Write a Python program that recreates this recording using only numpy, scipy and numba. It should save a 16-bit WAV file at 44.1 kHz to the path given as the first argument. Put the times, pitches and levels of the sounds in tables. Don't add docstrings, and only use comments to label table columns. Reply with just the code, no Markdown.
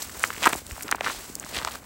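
import sys
import numpy as np
from scipy import signal
from scipy.fft import rfft, irfft
from scipy.io import wavfile
from scipy.ndimage import map_coordinates
from numba import njit

SR = 44100
rng = np.random.default_rng(int(sys.argv[2]) if len(sys.argv) > 2 else 0)


def elevation(decibels):
    levels = np.asarray(decibels, float)
    return 10 ** (levels / 20)


def unload_audio(sound):
    columns = np.transpose(np.atleast_2d(sound))
    steps = np.round(np.clip(columns, -1, 1) * 32767)
    wavfile.write(sys.argv[1], SR, steps.astype(np.int16))


N = 81585

# t/s, level/dB, brightness/dB
RUSTLE_CURVE = [(0, -35.5, 3), (0.089, -43.5, 2), (0.268, -38, 2.5), (.4, -40, -1), (0.581, -38.5, 3),
                (0.631, -46.5, -0.5), (.75, -43.5, 2.5), (.84, -39, -2.5), (.99, -38.5, -12),
                (1.111, -41.5, 4), (1.3, -42, 1), (1.369, -46, 0.5), (1.53, -38, -5), (1.74, -38.5, -3),
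                (1.8, -47, -3)]
# f/Hz, density/dB
RUSTLE_SPECTRUM = [(150, -22), (300, -7.5), (1200, -9.5), (3500, -16.5), (5200, -14.5), (8500, -14.5),
                   (9500, -19), (15500, -11)]
# f/Hz, density/dB
HUM_SPECTRUM = [(15, -19.5), (65, 2.5), (140, -5), (300, -4.5), (450, -39.5)]
# t/s, peak/dB, f/Hz
CRUST_SNAPS = [(0.0205, -18, 4880), (0.1466, -34.5, 4110), (0.2393, -18, 3000), (0.2417, -30.5, 1900),
               (0.4385, -26, 2900), (0.4412, -25, 2700), (0.456, -21.5, 3200), (0.4645, -23.5, 1004),
               (0.5165, -28, 2300), (0.53, -30.5, 800), (0.541, -31.5, 2510), (0.9175, -22, 823),
               (0.9263, -19.5, 846), (0.197, -35.5, 1500), (0.204, -31, 1500), (0.214, -31.5, 1800),
               (0.3375, -29, 1900), (0.391, -31, 3010), (0.4095, -26, 5000), (1.0595, -27.5, 1890),
               (1.0775, -28.5, 1294), (1.0895, -25, 2200), (1.1065, -27, 1890), (0.2585, -30, 1100),
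               (0.667, -30, 3980), (0.7112, -28, 4230), (0.757, -38, 2625), (0.7945, -31.5, 1900),
               (0.8092, -27.5, 3300), (0.829, -37, 1800), (0.866, -40, 2520), (0.8765, -34.5, 1110),
               (0.8808, -21.5, 4470), (0.9135, -17.5, 4270), (0.969, -32, 2500), (0.984, -27, 1275),
               (1.0085, -24, 5120), (1.0195, -26.5, 1190), (1.148, -31.5, 894), (1.3549, -30.5, 5460),
               (1.4297, -28.5, 2700), (1.448, -23.5, 6560), (1.4645, -30, 1180), (1.4655, -33.5, 4500),
               (1.4915, -29, 5000), (1.515, -29, 4800), (1.5255, -32.5, 1400), (1.5655, -18.5, 3520),
               (1.5702, -14, 3680), (1.631, -25, 4000), (1.6489, -13.5, 5670), (1.6757, -19, 3950),
               (1.6853, -25, 4200), (1.711, -27, 3800), (1.723, -25.5, 4030), (1.7545, -29, 4450),
               (1.769, -35, 3000)]
# t/s, peak/dB, centre f/Hz, length/s
ICE_TICKS = [(0.0262, -26, 7100, 0.00836), (0.1958, -20.5, 8200, 0.00088), (0.2346, -21, 8190, 0.0065),
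             (0.2502, -28.5, 7600, 0.0052), (0.276, -27.5, 8440, 0.0029), (0.432, -38.5, 6330, 0.0023),
             (0.4369, -23.5, 6900, 0.00158), (0.4607, -20, 7360, 0.0127), (0.4728, -23, 9670, 0.0044),
             (0.4934, -24.5, 8580, 0.0085), (0.499, -31.5, 8550, 0.0015), (0.529, -27, 10070, 0.0046),
             (0.5326, -21.5, 6970, 0.0011), (0.542, -28.5, 7500, 0.0031), (0.5602, -23, 8680, 0.001),
             (0.6666, -31, 8740, 0.0017), (0.825, -24, 9400, 0.0022), (0.8328, -24, 7200, 0.00196),
             (0.832, -31.5, 8700, 0.0077), (0.7187, -32.5, 6880, 0.0047), (0.8833, -38, 5480, 0.0045),
             (0.9142, -16, 6830, 0.00187), (0.9582, -29.5, 7480, 0.00335), (1.009, -36.5, 5580, 0.00051),
             (1.3545, -17.5, 7310, 0.0015), (1.399, -23, 8230, 0.00166), (1.566, -51.5, 5900, 0.002),
             (1.5828, -41.5, 6030, 0.00133), (1.585, -41.5, 6720, 0.00126), (1.649, -23, 5800, 0.0007),
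             (1.676, -29.5, 6050, 0.0007), (1.757, -26.5, 6950, 0.00071)]
# t/s, peak/dB, f/Hz
HAND_BUMPS = [(.73, -42, 46.7), (0.72, -35, 105), (0.73, -33, 57), (1.582, -34, 64), (0.18, -43, 66),
              (.07, -40.5, 88.7), (.57, -42, 68.6), (1.18, -42, 47)]
# t/s, peak/dB, f/Hz
LUMP_CRACKS = [(0.0962, -29.5, 1635), (0.2397, -2.5, 1761), (0.248, -23, 2000), (0.2521, -24, 1460),
               (0.3044, -16, 1508), (0.33, -27, 1930), (0.347, -27, 2030), (0.365, -25.5, 2520),
               (0.3814, -25, 2440), (0.4276, -20, 2007), (0.436, -9, 2900), (0.4391, -32.5, 2500),
               (0.443, -8, 2940), (0.4493, -13, 2420), (0.4561, -8, 1726), (0.4603, -3.5, 1316),
               (0.4635, -5.5, 1170), (0.4699, -0.5, 1165), (0.473, -4, 1318), (0.4761, -4, 1463),
               (0.4952, -20.5, 1310), (0.5026, -23, 1630), (0.508, -23.5, 1280), (0.53, -33.5, 1270),
               (0.5327, -11, 2180), (0.553, -21.5, 862),
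               (0.7112, -25, 1980), (0.7655, -30, 1420), (0.7801, -28.5, 887), (0.8091, -25.5, 2026),
                   (0.8822, -23.5, 2350), (0.8914, -21, 1510), (0.9167, -11.5, 1596), (0.9254, -6.5, 1621),
                   (0.948, -15.5, 1009), (1.0089, -13, 2520), (1.0099, -17.5, 763), (1.0461, -16.5, 2440),
                   (1.0638, -15, 1446), (1.0672, -14, 1570), (1.0705, -35, 1210), (1.0724, -13, 1417),
                   (1.0823, -15.5, 1850), (1.1, -17.5, 1324),
               (1.4403, -27.5, 1940), (1.5676, -28, 1670), (1.569, -40, 2410), (1.5723, -24.5, 1800),
                   (1.5881, -15.5, 3100), (1.6156, -22.5, 1550), (1.6233, -23.5, 1430), (1.6493, -15, 1304),
                   (1.6734, -19, 1050), (1.6768, -20, 1097), (1.6863, -23, 1285), (1.7555, -27.5, 1357)]
# hardest at t/s, level/dB, rise/s, release/s, grain f/Hz
BOOT_PRESSES = [(0.2326, -41, 0.0395, 0.0174, 1660), (0.4446, -28, 0.02644, 0.0104, 2290),
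                (0.5094, -35.5, 0.0464, 0.0057, 1600), (0.53, -28.5, 0.00376, 0.0108, 1550),
                (1.41, -54, 0.05, 0.082, 365), (1.047, -34.5, 0.0154, 0.0117, 2450),
                (1.0736, -34.5, 0.0224, 0.0502, 1596), (1.564, -33, 0.0281, 0.0272, 2770),
                (1.615, -40, 0.045, 0.0525, 1460), (1.677, -35.5, 0.00782, 0.0103, 1280),
                (1.751, -45.5, 0.06, 0.0335, 2005), (1.491, -53, 0.0487, 0.085, 3630),
                (1.1318, -49, 0.0453, 0.0995, 5270)]
# t/s, peak/dB, f/Hz
WEIGHT_THUDS = [(0.2434, -53.5, 356), (0.4428, -35, 312), (0.4737, -15.5, 314), (0.5326, -27.5, 293),
                (0.557, -26, 317), (0.8465, -32.5, 368), (0.853, -29, 315), (0.863, -34, 300),
                (1.365, -35, 420), (1.385, -39, 258), (1.447, -34.5, 236), (0.378, -36, 250),
                (0.693, -37.5, 455), (0.9273, -29, 309.4), (0.9548, -30.5, 315), (1.091, -33.5, 276),
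                (1.3005, -31, 292), (1.5686, -28, 406), (1.6801, -41.5, 285)]


def level(x, db):
    return x * elevation(db) / np.sqrt(np.mean(x ** 2))


def white():
    return rng.standard_normal(N)


def colour(x, points):
    hz, db = np.array(points, float).T
    f_hz = np.maximum(np.fft.rfftfreq(N, 1 / SR), 1)
    gain_db = np.interp(np.log(f_hz), np.log(hz), db)
    return irfft(rfft(x) * elevation(gain_db), N)


def band(x, hz, width):
    edges_hz = np.clip([hz / (1 + width), hz * (1 + width)], 20, SR * .45)
    return signal.sosfilt(signal.butter(2, edges_hz, "band", fs=SR, output="sos"), x)


def walk(rate_hz):
    knots = rng.standard_normal(1200)
    w = map_coordinates(knots, [np.arange(N) * rate_hz / SR], order=3, mode="mirror")
    return w / w.std()


@njit
def grains(n, sr, at_s, size, hz, cycles, phase, rise, sag):
    y = np.zeros(n)
    for k in range(len(at_s)):
        period = sr / hz[k]
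        centre = at_s[k] * sr
        first = max(int(centre - 3 * rise * period), 0)
        last = min(int(centre + 5 * cycles[k] * period), n)
        for i in range(first, last):
            u = (i - centre) / period
            if u < 0:
                envelope = np.exp(-(u / rise) ** 2 / 2)
            else:
                envelope = 1 / np.cosh(u / cycles[k] * 1.3)
            turns = u / (1 + sag * max(u + 1.5, 0.)) * (1 + 1.5 * sag)
            y[i] += size[k] * envelope * np.sin(2 * np.pi * turns + phase[k])
    return y


def wavelets(rows, cycles, sag, loose=1, rise=0.372):
    at_s, db, hz = np.array(rows, float).T.copy()
    phase = 2 * np.pi * (loose * (rng.random(len(at_s)) - .5) - 1 / 4)
    return grains(N, 1. * SR, at_s, elevation(db), hz, cycles + 0 * at_s, phase, 1. * rise, 1. * sag)


def scatter(per_s, db, hz, cycles, count):
    spread_oct, scatter_db = 0.888, 5.5
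    gap, loud, pitch, turn = rng.random((count, 4)).T
    at_s = np.cumsum(-np.log(gap + 1e-9)) / per_s
    i = np.minimum((at_s * SR).astype(int), N - 1)
    size = elevation(db[i] - scatter_db * np.log(loud + 0.0612))
    offset_oct = spread_oct * np.log(pitch / (1 - pitch) + 1e-9) / 2
    tone_hz = np.clip(hz[i] * 2 ** offset_oct, 150, 12000)
    return grains(N, 1. * SR, at_s, size, tone_hz, np.full(count, 1. * cycles), 2 * np.pi * turn, 0.645, 0.25)


def rustle(t):
    grit_per_s, grit_db, grit_hz = 200, -9, 1740
    fleck_per_s, fleck_db, fleck_hz = 170, -8, 4500
    dip_hz, dip_share, split_hz = 14200, .97, 3000
    at_s, db, bright_db = np.array(RUSTLE_CURVE, float).T
    db, bright_db = np.interp(t, at_s, db), np.interp(t, at_s, bright_db)
    noise = level(colour(white(), RUSTLE_SPECTRUM), 0)
    noise = noise - dip_share * signal.filtfilt(*signal.iirpeak(dip_hz, 10, SR), noise)
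    low = signal.sosfilt(signal.butter(2, split_hz, fs=SR, output="sos"), noise)
    swell_db = 2.04 * walk(150)
    hiss = low * elevation(swell_db + 2 * walk(31.946))
    hiss = hiss + (noise - low) * elevation(swell_db + bright_db + walk(30.376))
    grit = scatter(grit_per_s, db + grit_db, np.full(N, 1. * grit_hz), 1.0, count=700)
    fleck_level_db = db + fleck_db + bright_db / 2
    flecks = scatter(fleck_per_s, fleck_level_db, np.full(N, 1. * fleck_hz), 0.86, count=400)
    return hiss * elevation(db) + grit + flecks


def hum():
    return level(colour(white(), HUM_SPECTRUM), -50.5) * elevation(0.5 * walk(7.46))


def snaps():
    return wavelets(CRUST_SNAPS, cycles=0.786, sag=0.173, loose=.25, rise=0.464)


def ticks(t):
    rise_s, width, top_hz, top_width, top_db = .0002, 0.58, 12530, 0.265, -4.5
    out, noise = np.zeros(N), white()
    for at_s, db, hz, length_s in ICE_TICKS:
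        span = slice(max(int((at_s - .02) * SR), 0), int((at_s + .04) * SR))
        u_s = t[span] - at_s + length_s / 2
        shape = np.exp(-np.where(u_s < 0, -u_s / rise_s, (u_s / length_s) ** 2))
        core = level(band(band(noise[span], hz, width), hz, width), 0)
        top = level(band(noise[span], top_hz, top_width), top_db)
        out[span] += elevation(db - 5) * shape * (core + top)
    return out


def bumps():
    return wavelets(HAND_BUMPS, cycles=0.69, sag=.13)


def cracks():
    edge_ratio, edge_s, edge_db = 1.97, -.0002, -10.5
    belly_ratio, belly_s, belly_db = 0.3526, .0005, -21.5
    tail_s, tail_db, tail_hz, tail_width = 0.00191, -11, 1455, 0.708
    rows = np.array(LUMP_CRACKS, float)
    pops = wavelets(rows, cycles=0.926, sag=0.1655, loose=.25, rise=0.466)
    edge = wavelets(rows * [1, 1, edge_ratio] + [edge_s, edge_db, 0], cycles=1.0, sag=.13)
    belly = wavelets(rows * [1, 1, belly_ratio] + [belly_s, belly_db, 0], cycles=0.934, sag=.13)
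    fade = np.exp(-1 / (tail_s * SR))
    tail = np.sqrt(signal.lfilter([1 - fade], [1, -fade], pops ** 2))
    crumble = tail * level(band(white(), tail_hz, tail_width), tail_db)
    return pops + edge + belly + crumble


def crush(t):
    grains_per_s, grain_cycles = 2500, 0.885
    hiss_db, flicker_db, hiss_ref_hz, body_db = -4.5, 3.2, 2200, -12
    push, weighted_hz = np.full(N, 1e-6), np.full(N, 1e-3)
    for at_s, db, rise_s, release_s, hz in BOOT_PRESSES:
        fall = np.where(t < at_s, ((at_s - t) / rise_s) ** 2, ((t - at_s) / release_s) ** 2)
        press = elevation(db) * np.exp(-fall)
        push = push + press
        weighted_hz = weighted_hz + press * hz
    tone_hz = weighted_hz / push
    dense = scatter(grains_per_s, 20 * np.log10(push) - 6, tone_hz, grain_cycles, count=6000)
    hiss = colour(white(), [(1500, -0.5), (4000, 6.5), (9000, -4.0), (16000, -12.0)])
    hiss = level(hiss, hiss_db) * elevation(flicker_db * walk(400)) * tone_hz / hiss_ref_hz
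    body = level(band(white(), 287.3, 1.0), body_db)
    return dense + push * (hiss + body)


def thuds():
    return wavelets(WEIGHT_THUDS, cycles=0.537, sag=.13)


def scene():
    t = np.arange(N) / SR
    background = rustle(t) + hum()
    breaking = snaps() + ticks(t) + cracks() + crush(t)
    return (background + breaking + bumps() + thuds())[None]


def low_pass(x):
    return signal.sosfilt(signal.butter(12, 17140, fs=SR, output="sos"), x)


def record(dry):
    port_hz, port_q, port_db, top_hz = 7900, 5.0, -4, 15750
    dry = np.tanh(dry / 1.1) * 1.1
    x = dry + elevation(port_db) * signal.lfilter(*signal.iirpeak(port_hz, port_q, SR), dry)
    x = signal.sosfilt(signal.ellip(8, .2, 50, top_hz, fs=SR, output="sos"), x)
    return low_pass(x)


dry = scene()
out = record(dry)
unload_audio(out)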